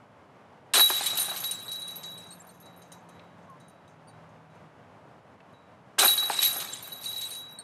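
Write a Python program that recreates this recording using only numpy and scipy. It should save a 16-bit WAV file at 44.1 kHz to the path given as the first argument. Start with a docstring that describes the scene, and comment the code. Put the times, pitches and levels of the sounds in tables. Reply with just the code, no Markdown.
"""Discs landing in a chain basket

Two plastic discs fly, one after the other, into the hanging chains of a steel basket in a wooded park.
Chain links clash and ring high, chains slap the centre pole and set it singing, the disc knocks in the tray.
The swing dies to lone clinks and squeaks over far traffic.
Metal and plastic are ringing modes struck by clicks; rattle, traffic and leaves are coloured noise."""
import sys
import numpy as np
from scipy import signal
from scipy.fft import rfft, irfft, next_fast_len
from scipy.io import wavfile

SR = 44100
rng = np.random.default_rng(int(sys.argv[2]) if len(sys.argv) > 2 else 0)


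def materialize(psi):
    """Save the field psi as 16-bit PCM at rate SR to the path in sys.argv[1].

    A 1-D psi becomes a single channel; in a 2-D psi each row is a channel.
    """
    bounded = np.clip(np.atleast_2d(psi).T, -1, 1)
    quanta = np.round(bounded * 32767).astype(np.int16)
    wavfile.write(sys.argv[1], SR, quanta)


N = 336787   # length in samples


def from_db(db):
    """Turn a level in dB into a gain."""
    return 10 ** (np.asarray(db) / 20)


def rms_one(x):
    """Scale a sound to rms 1."""
    return x / np.sqrt(np.mean(x ** 2) + 1e-20)


def samples(times_s):
    """Turn times into sample numbers."""
    return np.round(np.asarray(times_s) * SR).astype(int)


def in_time(rows, silent=None):
    """Join table rows by straight lines; outside the table hold the end values, or use silent."""
    s, *columns = np.transpose(rows)
    t = np.arange(N) / SR
    return np.array([np.interp(t, s, column, silent, silent) for column in columns])


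def at_hz(points, hz):
    """Read a table of (pitch_hz, level_db) at any pitch, on a log pitch axis."""
    points = np.array(points)
    return np.interp(np.log(hz), np.log(points[:, 0]), points[:, 1])


def coloured(x, spectrum):
    """Give noise a spectrum; white noise keeps its rms."""
    size = next_fast_len(N)
    hz = np.arange(1, size // 2 + 2) * SR / size
    gain = from_db(at_hz(spectrum, hz))
    return irfft(rfft(x, size) * rms_one(gain), size)[:N]


def drift(rate):
    """Wander slowly and at random, with rms 1; a higher rate wanders faster."""
    step = 40   # drawn at every 40th sample, then joined by lines
    r = np.exp(-2 * np.pi * step * rate / SR)
    noise = rng.standard_normal(N // step + 2002)
    slow = signal.lfilter([1], [1, -2 * r, r * r], noise)[2000:]
    return np.interp(np.arange(N) / step, np.arange(len(slow)), rms_one(slow))


def ring(clicks, hz, t60_s):
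    """Let clicks set one mode ringing: a unit click starts a wave of height 1 that falls 60 dB in t60_s."""
    r, w = from_db(-60 / (t60_s * SR)), 2 * np.pi * hz / SR
    return signal.lfilter([.5, 0, -.5], [1, -2 * r * np.cos(w), r * r], clicks + 1e-18)


def dying(times_s, sizes, t60_s):
    """Make an envelope that jumps at each time and dies away, 60 dB in t60_s."""
    jumps = np.full(N, 1e-18)
    jumps[samples(times_s)] = sizes
    return signal.lfilter([1], [1, -from_db(-60 / (t60_s * SR))], jumps)


def clashes(per_s, uneven_db):
    """Scatter random clicks of uneven size, with unit power whatever their rate."""
    sizes = from_db(uneven_db * np.minimum(rng.exponential(1, N), 4))
    sizes = sizes * rng.choice([-1, 1], N)
    per_s = np.clip(per_s, 60, 5000)
    happens = rng.random(N) < per_s / SR
    return rms_one(sizes) * happens * np.sqrt(SR / per_s)


def tone(rows, waver_db):
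    """Draw a sine along a pitch curve, wavering in level and faded at both ends."""
    hz, level_db = in_time(rows)
    t, start, end = np.arange(N) / SR, rows[0][0], rows[-1][0]
    fade = np.clip(np.minimum(t - start, end - t) / (0.24 * (end - start)), 0, 1)
    gain = np.sqrt(2) * fade * from_db(level_db + waver_db * drift(4))
    return gain * np.sin(2 * np.pi * np.cumsum(hz) / SR)


# colour of traffic and leaves: pitch_hz, level_db (per Hz, relative)
PARK_COLOUR = [(12, -70.5), (20, -39.5), (68, -22.5), (98, -5.5), (154, -5.5), (301, -9.5), (328, -12.5),
               (367, -12), (590, -8), (1000, -10.5), (3070, -28.5), (3950, -34), (4300, -35.5),
               (11100, -47.5), (16000, -63.5)]
# loudness of traffic and leaves: time_s, level_db
PARK_LEVEL = [(0.0, -54), (1.7, -52.5), (6.0, -54.5), (6.4, -51.5), (7.64, -54)]
# far engines, one table each: time_s, pitch_hz, level_db
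ENGINES = [
    [(0, 170, -62), (1, 174, -64), (2, 177, -60), (3.4, 172, -60), (4, 162, -62), (5.2, 155, -61),
     (5.9, 149, -70)],
    [(3.7, 92, -66), (4.1, 116, -65), (4.5, 121, -64), (4.9, 110, -64), (5.4, 98, -67)],
]
# a short far hoot: time_s, pitch_hz, level_db
HOOT = [(3.47, 1130, -54.5), (3.5, 1100, -49), (3.53, 1034, -52), (3.6, 1080, -67.5)]


def park():
    """Mix the far traffic and leaves (noise), engines and a hoot (gliding sines) and a thin whine."""
    level_db = in_time(PARK_LEVEL)[0] + 1.1 * drift(5.6)
    wash = from_db(level_db) * coloured(rng.standard_normal(N), PARK_COLOUR)
    # noise through one narrow ringing mode gives a steady whine
    whine = from_db(-95) * rms_one(ring(rng.standard_normal(N), hz=11050, t60_s=0.0308))
    engines = sum(tone(rows, waver_db=1.5) for rows in ENGINES)
    return wash + whine + engines + tone(HOOT, waver_db=.4)


# dry snaps farther off: start_s, burst_db (before the band filter), pitch_hz (near the middle of the band)
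SNAPS = [(3.1944, -42, 2800), (5.4026, -38.5, 1900)]


def snaps():
    """Make dry snaps from short bursts of noise, each in one broad band."""
    noise, out = rng.standard_normal(N), np.zeros(N)
    for s, burst_db, hz in SNAPS:
        band = signal.butter(2, [hz / 1.3, hz * 1.4], "band", fs=SR, output="sos")
        out += signal.sosfilt(band, noise * dying([s], from_db(burst_db), t60_s=0.038))
    return out


def trees(x):
    """Echo a sound off the trunks: scattered, dulled noise echoes that die away."""
    t60_s, first_echo_s = 0.3214, .012
    t = np.arange(int(t60_s * SR)) / SR
    echoes = rng.standard_normal(len(t)) * from_db(-60 * t / t60_s) * (t > first_echo_s)
    echoes = signal.lfilter([.4], [1, -.6], echoes)   # dulls the treble
    echoes = echoes / np.sqrt(np.sum(echoes ** 2))
    return signal.fftconvolve(x, echoes)[:N]


# links rubbing in fast slips: start_s, slips_per_s, length_s (cut off after twice this), level_db (relative)
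SQUEAKS = [(1.545, 7700, 0.018, -52), (1.655, 4100, 0.027, -63.5), (2.175, 4230, 0.015, -55),
           (2.305, 4200, .014, -51), (2.323, 4330, 0.024, -56), (2.399, 7560, 0.014, -59),
           (2.489, 4310, 0.017, -61.5), (4.072, 4580, 0.026, -60.5), (6.723, 7430, .025, -52),
           (7.034, 4500, 0.033, -47.5), (7.248, 4100, .037, -56), (7.303, 4500, .025, -49.5),
           (7.586, 4300, 0.019, -49)]
# how strongly each pitch in a squeak comes out: pitch_hz, level_db
SQUEAK_COLOUR = [(3500, 10.5), (5000, -2), (8000, 16), (9500, 1.5), (13000, -15), (16000, -29)]


def squeaks():
    """Squeak as rubbing links do: unsteady slips make a few multiples of the slip rate, fluttering."""
    out, waver, flutter = np.zeros(N), drift(180), from_db(4.17 * drift(120))
    for s, slips_per_s, length_s, level_db in SQUEAKS:
        span = slice(round(s * SR), min(round((s + 2 * length_s) * SR), N))
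        age = np.arange(span.stop - span.start) / SR / length_s
        phase = 2 * np.pi * np.cumsum(slips_per_s * (1 + .015 * waver[span])) / SR
        squeak = np.zeros(len(age))
        for k in range(1, int(16000 / slips_per_s) + 1):
            squeak += from_db(at_hz(SQUEAK_COLOUR, k * slips_per_s)) * np.sin(k * phase)
        swell = 8 * age * np.exp(-3 * age)
        out[span] += from_db(level_db) * squeak * flutter[span] * swell
    return out


# disc dragging through chains, then settling in the tray, one row a throw:
# start_s, drag_length_s, drag_db, settling_db, settled_at_s
RUB = [(0.741, 0.061, -28.5, -45.5, 1.36), (5.982, 0.077, -28.5, -46, 6.62)]


def rubbing_level():
    """Follow the rubbing of both throws in dB: hard drag, even settling, a drop and a slow fade."""
    levels = []
    for start, length, drag_db, settle_db, settled in RUB:
        drag_end = start + length
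        still_db = settle_db - 10
        rows = [(start, drag_db), (drag_end, drag_db), (drag_end + 0.016, settle_db),
                (settled, settle_db), (settled + .15, still_db), (settled + 1.15, still_db - 7.5)]
        levels.append(in_time(rows, silent=-200)[0])
    return np.max(levels, axis=0)


# disc on metal: start_s, peak_db (relative), bright_db (modes above 1 kHz against the peak),
# spot_hz (pitch most excited by the spot struck)
KNOCKS = [(0.741, -29, 4, 990), (0.771, -19, -10, 900), (0.797, -31, 10.5, 755), (0.807, -17, -10, 900),
          (0.902, -12.5, -16, 900), (1.007, -19.5, -17, 795), (1.129, -27.5, -25, 800),
          (1.184, -27, -26, 695), (1.281, -27, -30, 670), (1.315, -25, -16, 710), (1.428, -27.5, -18, 561),
          (5.985, -33, -1, 682), (6.029, -12, -11, 720), (6.034, -18.5, -8, 795), (6.046, -12, -13, 775),
          (6.086, -22, -17, 845), (6.156, -44, -3, 705), (6.228, -28, -9, 790), (6.299, -10.5, -15, 870),
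          (6.39, -31.5, -4, 900), (6.427, -29.5, -10, 990), (6.468, -40, -2, 800), (6.56, -25, -18, 880),
          (6.62, -31, -11, 770), (6.65, -34, -11, 830), (6.872, -44, -23, 730)]
# dull modes of the plastic: pitch_hz, level_db (relative), t60_s (time to fall 60 dB)
DISC_MODES = [(290, -10.5, 0.015), (387, -8.5, 0.036), (572, -6.5, 0.015), (697, -6.5, 0.042),
              (803, -6, .05), (903, -6, 0.023), (1210, 9, 0.0068), (1625, 3, 0.015), (2480, -2, 0.0091)]


def disc(rub_db):
    """Feed knocks and rubbing clicks into the dull modes of the plastic; a soft contact feeds the low ones."""
    s, peak_db, bright_db, spot_hz = np.transpose(KNOCKS)
    uneven_db = rng.normal(0, 1.5, (len(s), len(DISC_MODES)))
    skids = dying(s, from_db(peak_db - 21), t60_s=0.09)   # the disc skids and rattles after each knock
    rubbing = from_db(rub_db) + skids
    low, high = np.zeros((2, N))
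    for m, (hz, level_db, t60_s) in enumerate(DISC_MODES):
        if hz > 1000:
            spot_db = bright_db
        else:
            spot_db = -np.minimum(40 * np.abs(np.log(hz / spot_hz)), 9)
        clicks = from_db(-22) * rubbing * clashes(900, uneven_db=2.0)
        clicks[samples(s)] += from_db(peak_db + uneven_db[:, m] + spot_db)
        rung = from_db(level_db) * ring(clicks, hz, t60_s)
        if hz > 1000:
            high = high + rung
        else:
            low = low + (-1) ** m * rung   # neighbouring modes start in opposite directions
    soft = signal.butter(2, 1100, fs=SR, output="sos")
    firm = signal.butter(2, 3500, fs=SR, output="sos")
    return signal.sosfilt(soft, low) + signal.sosfilt(firm, high)


# chain on pole: start_s, peak_db (of the main ring), t60_s (time to fall 60 dB while the chain leans on it)
POLE_HITS = [(0.769, -22, 0.87), (0.795, -16, 0.78), (0.813, -11.5, 0.42), (0.9095, -27.5, 0.6),
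             (0.9346, -25, 0.65), (1.0082, -40, .22), (1.061, -23, 0.2), (1.103, -27, 0.33),
             (1.1828, -18.5, 0.044), (1.2044, -29, 0.21), (1.251, -36, 0.44), (1.2958, -26.5, 0.15),
             (1.3594, -42.5, 0.88), (1.443, -29, 0.65), (1.5765, -40, 0.74), (1.6814, -34, .9),
             (1.7165, -32.5, 0.74), (1.759, -37, .93), (1.822, -36, 0.86), (1.8878, -38, 0.57),
             (2.0384, -36.5, 1), (2.3287, -61, 0.37), (2.469, -65, 0.67), (2.626, -56.5, 0.57),
             (2.6628, -51, 0.22), (2.7298, -61, 0.37), (2.8175, -65, 0.42), (2.919, -51, 0.18),
             (3.0888, -67, .9), (3.1446, -66, 1), (3.6025, -63.5, 0.87), (4.089, -68.5, 0.56),
             (4.4996, -74.5, 0.55), (5.5374, -63.5, 0.59), (6.0166, -19, 0.1), (6.0493, -22.5, 0.19),
             (6.0799, -13, 0.11), (6.103, -20, 0.82), (6.177, -20, 0.41), (6.2363, -26, 0.53),
             (6.3152, -44, .54), (6.3465, -33, 0.57), (6.39, -17.5, 0.068), (6.4267, -18, 0.06),
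             (6.4523, -22, 0.31), (6.514, -28.5, 0.16), (6.552, -40, .47), (6.6854, -34, 0.076),
             (6.7274, -39.5, 0.22), (6.843, -42, 0.32), (6.921, -37, 0.25), (6.9644, -44, 0.73),
             (7.0579, -30.5, .99), (7.1294, -33, 0.19), (7.162, -30.5, 0.48), (7.221, -31, .44),
             (7.242, -32, 0.42), (7.312, -39, 0.9), (7.353, -37, .99)]
# times when a chain comes to rest on the pole and chokes its ring: time_s
CHOKES = [0.874, 0.99, 1.215, 6.135, 6.28, 6.52, 7.113, 7.27]
# lesser pole modes: pitch_hz, level_db (against the slap), t60_s
POLE_MODES = [(3650, -33, 0.061), (3900, -19, 0.082), (4170, -23, 0.07), (4000, -7, 0.1),
              (4230, -19.5, .05), (4327, -16, 0.073), (4450, -23.5, 0.08), (3107, -32, 0.017)]


def pole():
    """Sing like a slapped pole: each slap restarts a close pair that beats and strikes the lesser modes."""
    main_hz, twin_hz, twin_db = 3886, 3920, -16.5
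    choke_t60_s, rise_s = 0.061, 0.0016
    s, peak_db, t60_s = np.transpose(POLE_HITS)
    t = np.arange(N) / SR
    last = np.clip(np.searchsorted(s, t) - 1, 0, None)   # number of the latest slap
    level_db = peak_db[last] - 60 * (t - s[last]) / np.clip(t60_s[last], .03, 3)
    for rest_s in CHOKES:
        same_slap = last == last[round(rest_s * SR)]   # the next slap ends the choke
        level_db -= 60 * np.clip(t - rest_s, 0, None) / choke_t60_s * same_slap
    ringing_on = dying(s, from_db(peak_db - 30), t60_s=.8)   # a weak part rings on
    level = from_db(level_db) * (t > s[0]) + ringing_on

    draws = rng.normal(0, 1, (len(s), 2 + len(POLE_MODES)))
    # each slap shifts the phases; the main one glides to its new place
    main_phase = signal.lfilter([.01], [1, -.99], .8 * draws[:, 0].cumsum()[last])
    pair = np.sin(2 * np.pi * main_hz * t + main_phase)
    twin_gain = from_db(twin_db + 6.6 * drift(5.8))
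    pair += twin_gain * np.sin(2 * np.pi * twin_hz * t + 3 * draws[last, 1])
    rise = np.exp(-1 / (rise_s * SR))
    out = signal.lfilter([1 - rise], [1, -rise], level) * pair

    for m, (hz, mode_db, mode_t60_s) in enumerate(POLE_MODES):
        clicks = np.zeros(N)
        clicks[samples(s)] = from_db(peak_db + mode_db + 3 * draws[:, 2 + m])
        out += ring(clicks, hz, mode_t60_s)
    return out


# chains in motion, one table a throw: time_s, link_ring_db, clatter_db (both relative)
SWING = [
    [(0.735, -27.5, -15), (0.81, -19, -24), (0.83, -24.5, -31.5), (1.05, -45.5, -29.5),
     (1.16, -45.5, -37.5), (1.2, -28, -34), (1.35, -41, -39), (1.65, -52.5, -49.5), (1.95, -55, -53),
     (2.2, -65, -55), (2.6, -68, -78.5), (2.95, -84, -77.5), (3.3, -89.5, -89)],
    [(5.985, -27.5, -20), (6.1, -23.5, -28.5), (6.16, -34.5, -35.5), (6.29, -38, -41), (6.31, -45, -31.5),
     (6.41, -41.5, -29.5), (6.43, -25.5, -27.5), (6.6, -36.5, -40), (6.73, -56, -41), (7.0, -50, -52.5),
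     (7.05, -42.5, -44.5), (7.26, -44, -44), (7.637, -74, -66.5)],
]
# single clinks, also played by clatter and links: start_s, crack_peak_db, link_ring_db (both relative),
# spot_hz (pitch of the link modes most excited)
CLINKS = [(0.7429, -37, -20, 13200), (0.889, -58, -25, 11600), (1.0612, -34, -20, 10200),
          (1.151, -53, -35.5, 11300), (1.1723, -36, -19, 13200), (1.3623, -40, -33.5, 12600),
          (1.4022, -83, -33, 9300), (1.4386, -37.5, -28, 11700), (1.5102, -38, -23, 9500),
          (1.6192, -76, -40, 11000), (1.6824, -65, -46.5, 11500), (1.717, -43, -40.5, 11300),
          (1.7578, -76, -42, 12300), (1.7958, -78, -39, 9300), (1.8158, -69, -38.5, 9500),
          (1.878, -56, -38, 9300), (1.9075, -56, -46, 11200), (1.954, -57, -38, 11300),
          (2.032, -43.5, -49, 9900), (2.1136, -86, -50, 9300), (2.1765, -74, -47.5, 9400),
          (2.2347, -76, -58.5, 12600), (2.2668, -62, -53.5, 9300), (2.3117, -61, -56, 9300),
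          (2.3845, -91, -58.5, 9300), (2.4673, -69.5, -51.5, 11700), (2.4998, -67.5, -67.5, 9300),
          (2.5399, -74, -58, 10400), (2.6, -67.5, -49, 11100), (2.6567, -66, -50.5, 9300),
          (2.7621, -86, -51, 9400), (2.7941, -86, -60.5, 9300), (2.8185, -59.5, -75.5, 9300),
          (2.9189, -53, -45.5, 9300), (3.0888, -66, -55.5, 9400), (3.1458, -89, -76, 11300),
          (3.235, -86.5, -72.5, 12900), (3.38, -82.5, -74.5, 9350), (3.4261, -80, -83.5, 9800),
          (3.496, -84.5, -60.5, 9500), (3.6003, -67, -60.5, 9300), (3.6786, -82.5, -57.5, 9300),
          (3.696, -84.5, -56, 9400), (3.8782, -68, -73.5, 9300), (4.0841, -76.5, -72, 10200),
          (4.2894, -79, -87, 10300), (4.5003, -83.5, -81, 9300), (4.5501, -84.5, -69.5, 9300),
          (5.5254, -82, -67.5, 9300), (5.99, -21, -22, 13200), (6.0438, -50, -12.5, 11600),
          (6.2578, -57, -34.5, 10900), (6.178, -36, -33.5, 10400), (6.3128, -43, -36, 13200),
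          (6.3896, -48, -37, 11400), (6.4173, -33, -24.5, 11300), (6.428, -29, -27.5, 9300),
          (6.6023, -33.5, -38.5, 10400), (6.6867, -64, -48.5, 11700), (6.7311, -49, -36.5, 9300),
          (6.82, -63, -35, 11300), (6.8726, -62, -34.5, 13200), (6.9215, -64, -43.5, 11300),
          (7.005, -73, -47, 12300), (7.026, -60, -45, 12000), (7.042, -44, -46, 10300),
          (7.0883, -70, -38, 11600), (7.1307, -65, -50, 11300), (7.1676, -62, -38.5, 11400),
          (7.2115, -39.5, -39, 10000), (7.3083, -47, -45.5, 9300), (7.33, -58, -46.5, 9300),
          (7.349, -54, -45, 9500), (7.524, -91, -45.5, 13000)]


def swinging_chains():
    """Follow the link ring and clatter in dB; each clink shakes the chains up for a moment."""
    ring_db, clatter_db = np.max([in_time(rows, silent=-200) for rows in SWING], axis=0)
    s, crack_db, link_db, _ = np.transpose(CLINKS)
    ring_surge = dying(s, from_db(link_db - 18), t60_s=0.17)
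    clatter_surge = dying(s, from_db(crack_db + 2.5), t60_s=0.13)
    ring_db = 20 * np.log10(from_db(ring_db) + ring_surge)
    clatter_db = 20 * np.log10(from_db(clatter_db) + clatter_surge)
    return ring_db, clatter_db


# colour of the rattle, pings and cracks: pitch_hz, level_db (per Hz, relative)
CLATTER_COLOUR = [(1060, -48), (1800, -17.5), (3380, -11), (3950, -4.5), (4210, -11.5), (5100, -16.5),
                  (9330, -13), (10200, -17), (12100, -17), (16000, -49.5)]
# colour of the shivering wires: pitch_hz, level_db (per Hz, relative)
SHIMMER_COLOUR = [(2500, -28), (4500, -9.5), (5300, -3), (6500, 6), (7800, -7.5), (9000, -4.5),
                  (13000, -25.5)]


def clatter(per_s, clatter_db, count=36):
    """Rattle the basket's many short modes: pings over hiss, a crack at each clink, then wires shimmering."""
    clicks, dealt = clashes(4.0 * per_s, uneven_db=2.5), rng.integers(0, count, N)
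    pitches = np.geomspace(1700, 10000, count) * rng.normal(1, 0.0084, count)
    pings = np.zeros(N)
    for k, hz in enumerate(pitches):
        pings += ring(clicks * (dealt == k), hz, t60_s=.045) * np.sqrt(hz)
    pings = rms_one(coloured(pings, CLATTER_COLOUR))

    # the hiss swells at every click
    grains = signal.lfilter([1], [1, -from_db(-60 / (0.0072 * SR))], np.abs(clicks))
    hiss = coloured(rng.standard_normal(N), CLATTER_COLOUR)
    rattle = from_db(-9) * hiss * (0.43 + 0.39 * rms_one(grains)) + from_db(-5.0) * pings

    s, peak_db = np.array(CLINKS)[:, :2].T
    cracks = hiss * dying(s, from_db(peak_db), t60_s=.008)

    shiver = rng.standard_normal(N)
    thin_modes = rng.uniform(4300, 9000, count)
    lines = rms_one(sum(ring(shiver, hz, t60_s=.12) for hz in thin_modes))
    shimmer = rms_one(coloured(.6 * shiver + lines, SHIMMER_COLOUR))
    shimmer_db = 0.73 * peak_db - 18.5   # follows only part of the crack's dB
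    wires = shimmer * dying(s, from_db(shimmer_db), t60_s=.26)
    return from_db(clatter_db) * rattle + cracks + wires


# middle pitch of each link mode, rising: pitch_hz
LINK_HZ = [6430, 7600, 8310, 9330, 10785, 11700, 12640, 13710, 14810]
# the same modes in that order: spread_hz (between links), level_db (relative), t60_s,
# group (0 low, 1 middle, 2 high)
LINK_MODES = [(100, -5.5, 0.026, 0), (90, -20.5, .05, 0), (70, -16, 0.023, 0), (130, 4, 0.038, 0),
              (62, -3.5, 0.089, 1), (141, 3, 0.13, 1), (119.7, -4.5, 0.08, 2), (110, -10.5, 0.073, 2),
              (150, -10.5, .06, 2)]
# middle of the low, middle and high group: pitch_hz
GROUP_HZ = [9300, 11300, 13200]


def links(per_s, ring_db, count=6):
    """Ring links that share modes, a little out of tune; a clash falls on one link, a clink shakes a few."""
    clinks = np.array(CLINKS)
    share = rng.exponential(1, (len(clinks), len(LINK_MODES), count)) ** 1.7
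    share = share / np.sqrt(np.sum(share ** 2, axis=2)[:, :, None])
    late_s = rng.uniform(0, 0.0069, (len(clinks), count))   # the jolt runs along the chain
    at = samples(clinks[:, :1] + late_s)
    # groups away from the most excited pitch ring less: 49.5 dB per octave, 16 dB at most
    octaves_off = np.abs(np.log2(clinks[:, 3:] / GROUP_HZ))
    off_db = np.minimum(49.5 * octaves_off, 16)
    trains = [from_db(ring_db - 28.0) * clashes(per_s, uneven_db=6.0) for _ in GROUP_HZ]
    dealt, out = rng.integers(0, count, N), np.zeros(N)
    for m, (hz, (spread_hz, level_db, t60_s, group)) in enumerate(zip(LINK_HZ, LINK_MODES)):
        group = round(group)
        family = np.zeros(N)
        detunes = np.linspace(-1, 1, count) + rng.normal(0, .04, count)
        for k, detune in enumerate(detunes):
            clicks = trains[group] * ((dealt + m) % count == k)
            clicks[at[:, k]] += share[:, m, k] * from_db(clinks[:, 2] - off_db[:, group])
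            family += from_db(-5 * detune ** 2) * ring(clicks, hz + detune * spread_hz, t60_s)
        out += from_db(level_db + 2.68 * drift(6)) * family   # touching links damp and free each other
    return out


def scene():
    """Play the basket, its echoes off the trees, the snaps and the park."""
    ring_db, clatter_db = swinging_chains()
    per_s = 900 * from_db(.5 * (ring_db + 31.5))   # a harder swing clashes more often
    chains = links(per_s, ring_db) + clatter(per_s, clatter_db)
    basket = chains + pole() + disc(rubbing_level()) + squeaks()
    first_touch_s = .736
    basket[:round(first_touch_s * SR)] = 0   # the basket hangs still until the disc arrives
    no_bass = signal.butter(4, 170, "highpass", fs=SR, output="sos")   # thin metal sends no bass
    basket = signal.sosfilt(no_bass, basket)
    return (basket + from_db(-25) * trees(basket) + snaps() + park())[None]


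def record(dry):
    """Round off the peaks, then cut the treble above 15.7 kHz."""
    top = .42   # the level that rounded peaks approach
    rounded = top * np.tanh(dry / top)
    treble_cut = signal.ellip(10, .5, 70, 15700, fs=SR, output="sos")
    return signal.sosfilt(treble_cut, rounded)


dry = scene()
out = record(dry)
materialize(out)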